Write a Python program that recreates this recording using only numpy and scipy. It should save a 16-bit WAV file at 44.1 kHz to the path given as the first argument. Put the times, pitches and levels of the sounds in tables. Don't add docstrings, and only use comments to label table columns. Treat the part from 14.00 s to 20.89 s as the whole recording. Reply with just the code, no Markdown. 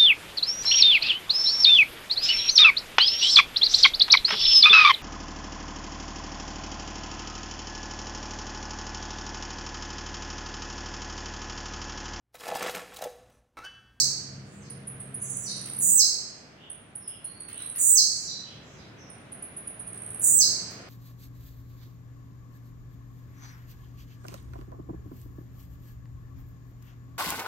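import sys
import numpy as np
from scipy import signal
from scipy.fft import rfft, irfft, next_fast_len
from scipy.io import wavfile
from scipy.ndimage import map_coordinates

SR = 44100
rng = np.random.default_rng(int(sys.argv[2]) if len(sys.argv) > 2 else 0)


def to_wav(sig):
    pcm = np.clip(np.atleast_2d(sig), -1, 1) * 32767
    pcm = np.round(pcm).astype(np.int16)
    wavfile.write(sys.argv[1], SR, pcm.T)


N = 303849

# (time [s], relative rumble level [dB], relative wash level [dB])
TRAFFIC_LEVELS = [(0.0, -49, -52), (0.5, -47.5, -55.5), (1.73, -54.5, -52.5), (2.09, -59, -54.5),
                  (3.07, -57, -56), (4.24, -54, -56.5), (4.81, -50, -53), (5.68, -55.5, -52.5),
                  (5.99, -52, -52.5), (6.89, -55, -49.5)]
# (frequency [Hz], gain [dB])
RUMBLE_EQ = [(25, -51.5), (38, -31), (48, -20), (60, -2.5), (75, -2.5), (110, 5), (175, 1), (240, -20),
             (400, -8.5), (700, -56)]
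WASH_EQ = [(40, -6), (200, 10.5), (450, 3.5), (650, 3), (900, -3), (1600, -2.5), (2400, -6), (3500, -13),
           (5000, -22), (8000, -26.5), (12000, -34), (16000, -43.5)]
# (start [s], end [s], first firing rate [Hz], last firing rate [Hz], level [dB])
ENGINES = [(-.5, 2.2, 68.46, 65.97, -47), (.7, 2.1, 57.5, 55, -57), (5.6, 7.2, 57.95, 60.5, -52.5)]
# (multiple of the firing rate, level [dB])
ENGINE_HARMONICS = [(2, -2), (3, -5.5), (4, -14), (7, -17.5)]
# (frequency [Hz], time to fall 60 dB [s])
ROOM_DECAY = [(2000, 0.78), (4500, 0.7), (7500, 0.58), (10000, 0.4), (15000, 0.4)]
# (delay [s], level [dB])
REFLECTIONS = [(.0045, -9.5), (0.0141, -4.5), (0.029, -5.5), (.056, -24)]
# (frequency [Hz], gain [dB])
BEAK_EQ = [(6000, -2.5), (8000, 1.5), (9500, 1.5), (15000, -2.5)]
# (frequency [Hz], left gain [dB], right gain [dB])
MIC_EQ = [(2913, 1, 0.5), (4400, -2, 1.5), (6600, -4, 0.5), (7700, -7.5, 1), (9060, -7, 0.5),
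          (12400, -5, -11), (13400, -2, -16), (14000, 11, 8), (15100, 5, 1.5)]
# (time [s], level [dB])
CAGE_TAPS = [(0.534, -63), (1.004, -59), (1.219, -76), (1.655, -43.5), (3.484, -44.5), (3.598, -44),
             (3.752, -41.5), (5.939, -53), (6.702, -46)]
# (frequency [Hz], gain [dB])
TICK_EQ = [(300, -7.5), (1500, 6), (4000, 4), (8000, -6), (15000, -8)]
# (time [s], level [dB])
FAR_CHIRPS = [(1.491, -60.5), (2.56, -52), (3.048, -54), (3.491, -52), (4.422, -51.5)]
# (time [s], length [s], start pitch [Hz], end pitch [Hz], level [dB])
FAR_WHISTLES = [(2.995, 0.077, 5530, 4960, -55), (3.211, 0.1, 4050, 4510, -58),
                (3.327, 0.08, 4520, 4365, -54.5), (3.55, 0.05, 3710, 4150, -50),
                (4.333, 0.059, 4050, 3980, -42.5), (4.963, 0.047, 6540, 5010, -51)]
# (time of the drop [s], level [dB], time stretch [ratio], pitch [ratio])
FAR_SONGS = [(.605, -55.5, 1.13, 0.99), (1.432, -35, 1.4, 0.94), (4.234, -35.5, 1.3, 0.91),
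             (4.766, -57, 0.92, 0.78)]
# (time [s], relative level [dB], lowest pitch [Hz], length [s])
PIPS = [(0.6995, -35, 9400, 0.012), (0.8698, -31, 9570, 0.022), (0.997, -36, 9490, 0.022),
        (1.141, -27.5, 9520, 0.016), (1.2164, -26.5, 9650, 0.02), (1.2944, -29.5, 9380, 0.02),
        (1.3668, -23.5, 9480, 0.0087), (1.457, -36.5, 8940, 0.019), (2.6996, -30.5, 9310, 0.0083),
        (2.9528, -29.5, 9530, 0.013), (3.0753, -27, 9640, 0.013), (3.2424, -29, 9490, 0.018),
        (3.401, -33.5, 9260, 0.015), (3.481, -37.5, 9050, 0.014), (5.098, -41, 9160, 0.0138),
        (5.3184, -36, 9450, 0.019), (5.422, -30, 9660, 0.015), (5.564, -31, 9660, 0.019),
        (5.671, -28, 9560, 0.014), (5.7935, -31.5, 9450, 0.014), (5.871, -32, 9430, 0.014)]
# (time [s], level [dB])
LOW_FLICKS = [(0.999, -37.5), (3.074, -44.5)]
# (start [s], end [s], first gap [s], gap over the one before [ratio], relative level [dB])
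FLICK_RUNS = [(1.509, 1.78, .0535, .905, -33), (3.526, 3.71, .0475, .92, -31),
              (5.927, 6.16, .045, .975, -33.5)]
# (time [s], level of the first [dB])
LEAD_INS = [(1.784, -21.5), (3.756, -25), (6.192, -25.5)]
# (time of the drop [s], level [dB], overtone level [dB], boost of the drop [dB])
NEAR_SONGS = [(-.032, -23, -15, 3.5), (1.976, -19.5, -14, 2.5), (3.952, -19, -15, 3),
              (6.386, -19.5, -15.5, 2)]

BUZZ_CENTRE_HZ, BUZZ_DEPTH_HZ, SWEEPS_PER_S = 8250, 1510, 192.5
WHISTLE_HZ, WHISTLE_SAG_HZ_PER_S = 7750, 3000
SHELF_HZ, SHELF_RISE_HZ, PLUNGE_END_HZ, PLUNGE_CURVE = 6400, 550, 3800, .75
BUZZ_S, NARROW_S, WHISTLE_S, STEP_S, SHELF_S, PLUNGE_S = .114, .024, .062, .003, .014, .031
ATTACK_S, RELEASE_S, SWELL_DB_PER_S, SHELF_DB = .03, .015, 7.5, -2

FLICK_S, FLICK_TOP_HZ, FLICK_BOTTOM_HZ = .008, 10900, 8600
PRE_ROLL = SR // 2
TIME = np.arange(-PRE_ROLL, N + SR) / SR


def undb(db):
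    return 10 ** (np.asarray(db) / 20)


def unit(x):
    return x / np.sqrt(np.mean(x ** 2))


def eq(x, points):
    hz, db = np.transpose(points)
    size = next_fast_len(x.shape[-1])
    f = np.maximum(np.fft.rfftfreq(size, 1 / SR), 1)
    gain = undb(np.interp(np.log(f), np.log(hz), db))
    return irfft(rfft(x, size) * gain, size)[..., :x.shape[-1]]


def wander(t, rate):
    return map_coordinates(rng.standard_normal(4096), [(t - t[0]) * rate], order=3, mode="wrap")


def ramp(t, start, length):
    return np.clip((t - start) / length, 0, 1)


def add(track, s, sound):
    i = PRE_ROLL + int(s * SR)
    track[i:i + len(sound)] += sound


def outdoor_noise(spectrum, widen_hz=750):
    mid, side = rng.standard_normal((2, len(TIME)))
    side_spectrum = [(hz, db - 10 * np.log10(1 + (widen_hz / hz) ** 2)) for hz, db in spectrum]
    return unit(eq(mid, spectrum) + eq(side, side_spectrum) * np.array([[1], [-1]]))


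def traffic_bed(rumble_trim_db=-1.5, wash_trim_db=3):
    times, *levels = np.transpose(TRAFFIC_LEVELS)
    rumble_db, wash_db = (np.interp(TIME, times, db) for db in levels)
    rumble = outdoor_noise(RUMBLE_EQ) * undb(rumble_db + rumble_trim_db)
    wash = outdoor_noise(WASH_EQ) * undb(wash_db + wash_trim_db + .5 * wander(TIME, 2.2))
    return rumble + wash


def engine_drones():
    out = np.zeros(len(TIME))
    for start, end, first_hz, last_hz, db in ENGINES:
        t = np.arange(int((end - start) * SR)) / SR
        firing_hz = np.linspace(first_hz, last_hz, len(t)) * (1 + .01 * wander(t, 18))
        phase = 2 * np.pi * np.cumsum(firing_hz) / SR
        tone = sum(np.sin(k * phase) * undb(harmonic_db + 2.5 * wander(t, 14))
                   for k, harmonic_db in ENGINE_HARMONICS)
        add(out, start, np.sqrt(2) * undb(db) * tone * signal.windows.tukey(len(t), .3))
    return out


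def room_tail(build_s):
    t = np.arange(SR) / SR
    hz, t60 = np.transpose(ROOM_DECAY)
    noise, f = rfft(rng.standard_normal(SR)), np.fft.rfftfreq(SR, 1 / SR)
    bands = (irfft(noise * np.interp(f, hz, share)) for share in np.eye(len(hz)))
    tail = sum(band * np.exp(-np.log(1000) * t / decay) for band, decay in zip(bands, t60))
    tail *= 1 - np.exp(-t / build_s)
    return tail / np.sqrt(np.sum(tail ** 2))


def through_bars(smear_s=.001, grain_hz=450):
    f = np.fft.rfftfreq(SR, 1 / SR)
    delay = smear_s * (.5 + np.abs(1 + wander(f, 1 / grain_hz)))
    return irfft(np.exp(-2j * np.pi * np.cumsum(delay) * f[1]))


def room(near, far, mic, tail_db=2.5, far_direct_db=-15):
    direct = eq(through_bars(), BEAK_EQ) * (np.arange(SR) < SR / 20)
    response = direct + undb(tail_db) * room_tail(build_s=.012)
    for delay, db in REFLECTIONS:
        mic_offset_s = rng.uniform(-.00047, .00043)
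        response[int((delay + mic_offset_s) * SR)] += undb(db)
    heard = signal.fftconvolve(near, response) + signal.fftconvolve(far, room_tail(build_s=.022))
    heard = heard[:len(TIME)] + undb(far_direct_db) * far
    return eq(heard, np.array(MIC_EQ)[:, [0, 1 + mic]])


def cage_ticks(decay_s=.0061):
    out, t = np.zeros(len(TIME)), np.arange(SR // 20) / SR
    for s, db in CAGE_TAPS:
        noise = unit(eq(rng.standard_normal(len(t)), TICK_EQ))
        add(out, s, undb(db) * noise * np.exp(-t / decay_s))
    return out


def syrinx(hz, overtone_db=-40):
    phase = 2 * np.pi * np.cumsum(hz) / SR
    octave_gain = undb(overtone_db) * np.interp(hz, [5300, 6100, 8200, 8800], [.1, 1, 1, 0])
    return np.sqrt(2) * (np.sin(phase) + octave_gain * np.sin(2 * phase))


def note(hz, db):
    return undb(db) * syrinx(hz) * np.sin(np.linspace(0, np.pi, len(hz)))


def warble(length, start_hz, end_hz, db, depth_hz, rate_hz=75):
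    t = np.arange(int(length * SR)) / SR
    vibrato = np.sin(2 * np.pi * rate_hz * t) + .76 * wander(t, 200)
    return note(np.linspace(start_hz, end_hz, len(t)) + depth_hz * vibrato, db)


def far_birds(chirp_hz=3100):
    out = np.zeros(len(TIME))
    for s, db, stretch, pitch in FAR_SONGS:
        start, sound = flourish(overtone_db=-26, drop_db=4, stretch=stretch, pitch=pitch,
                                whistle_db=-5, vibrato_hz=600, rasp_db=-31)
        add(out, s + start, undb(db) * sound)
    for s, db in FAR_CHIRPS:
        add(out, s, warble(length=.094, start_hz=chirp_hz, end_hz=chirp_hz, db=db, depth_hz=243))
    for s, length, start_hz, end_hz, db in FAR_WHISTLES:
        add(out, s, warble(length, start_hz, end_hz, db, depth_hz=60.3))
    return out


def pip(low_hz, length, db, fall_hz=960, rise_hz_per_s=190000, snap_hz=1800, snap_s=.00027):
    t = np.arange(int(length * SR)) / SR
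    position = 2 * t / length - 1
    arm_hz = np.where(position < 0, fall_hz, rise_hz_per_s * length / 2)
    hz = low_hz + arm_hz * position ** 2 + snap_hz * np.exp(-t / snap_s)
    envelope = np.sin(np.pi * t / length) + .3 * np.clip(-position, 0, 1)
    fades = ramp(t, 0, .001) * ramp(-t, -length, .002)
    return undb(db) * syrinx(hz) * envelope * fades


def flick(top_hz, bottom_hz, db):
    remaining = np.linspace(1, 0, int(FLICK_S * SR))
    return note(bottom_hz + (top_hz - bottom_hz) * remaining ** 1.76, db)


def flick_runs(climb_hz_per_s=6200, swell_db_per_s=24, trim_db=-1, scatter_db=.4):
    out = np.zeros(len(TIME))
    for start, end, gap, gap_ratio, db in FLICK_RUNS:
        t = 0
        while start + t < end:
            level_db = db + trim_db + swell_db_per_s * t - scatter_db * rng.standard_normal()
            add(out, start + t, flick(FLICK_TOP_HZ + climb_hz_per_s * t, FLICK_BOTTOM_HZ, level_db))
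            t += gap
            gap = max(gap * gap_ratio, FLICK_S)
    return out


def flourish(overtone_db, drop_db, stretch=1, pitch=1, whistle_db=-2, vibrato_hz=260, rasp_db=-23,
             waver_hz=80, flutter_db=2):
    start, end = -BUZZ_S - WHISTLE_S, SHELF_S + PLUNGE_S
    t = np.arange(start, end, 1 / (SR * stretch))
    buzzing = 1 - ramp(t, -WHISTLE_S - NARROW_S / 2, NARROW_S)
    dropped = ramp(t, -STEP_S / 2, STEP_S)
    whistling = 1 - buzzing - dropped
    plunged = ramp(t, SHELF_S, PLUNGE_S)

    whistle_hz = WHISTLE_HZ - WHISTLE_SAG_HZ_PER_S * t
    shelf_hz = SHELF_HZ + SHELF_RISE_HZ * (ramp(t, 0, SHELF_S) - .5)
    plunge_hz = shelf_hz * (PLUNGE_END_HZ / shelf_hz) ** (plunged ** PLUNGE_CURVE)
    centre_hz = buzzing * BUZZ_CENTRE_HZ + whistling * whistle_hz + dropped * plunge_hz
    sweep_phase = 2 * np.pi * np.cumsum(SWEEPS_PER_S * (1 + .03 * wander(t, 60))) / SR
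    sweep = np.sin(sweep_phase - .5 * np.sin(sweep_phase)) * (1 + .099 * wander(t, 200))
    depth_hz = buzzing * BUZZ_DEPTH_HZ + whistling * vibrato_hz
    hz = pitch * (centre_hz + depth_hz * sweep + waver_hz * wander(t, 250))
    gate = 1 - .6 * buzzing * np.sin(sweep_phase / 2) ** 4
    rasp = undb(rasp_db) * buzzing * wander(t, 4600) * syrinx(np.full(len(t), 11500 * pitch))

    envelope = ramp(t, start, ATTACK_S) * (1 - ramp(t, end - RELEASE_S, RELEASE_S))
    db = SWELL_DB_PER_S * t + whistle_db * whistling
    db += (drop_db + SHELF_DB * (1 - plunged)) * dropped
    db += flutter_db * (1 - dropped) * wander(t, 90)
    return start * stretch, (syrinx(hz, overtone_db) + rasp) * gate * envelope * undb(db)


def near_bird(pip_early_s=.0012, pip_trim_db=-1, lead_in_gap_s=.0105):
    out = flick_runs()
    for s, db, low_hz, length in PIPS:
        add(out, s - pip_early_s, pip(low_hz, length, db + pip_trim_db))
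    for s, db in LOW_FLICKS:
        add(out, s, flick(FLICK_TOP_HZ, bottom_hz=8170, db=db))
    for s, db in LEAD_INS:
        for k in range(3):
            add(out, s + k * lead_in_gap_s, flick(top_hz=12800 - 900 * k, bottom_hz=9200, db=db - 2 * k))
    for s, db, overtone_db, drop_db in NEAR_SONGS:
        start, sound = flourish(overtone_db, drop_db)
        add(out, s + start, undb(db) * sound)
    return out


def scene():
    near, far = near_bird() + cage_ticks(), far_birds()
    indoors = np.array([room(near, far, mic) for mic in (0, 1)])
    street = traffic_bed() + engine_drones()
    return (indoors + street)[:, PRE_ROLL:PRE_ROLL + N]


def record(dry):
    top_hz = 15950
    return signal.sosfilt(signal.ellip(10, .2, 80, top_hz, fs=SR, output="sos"), dry)


dry = scene()
out = record(dry)
to_wav(out)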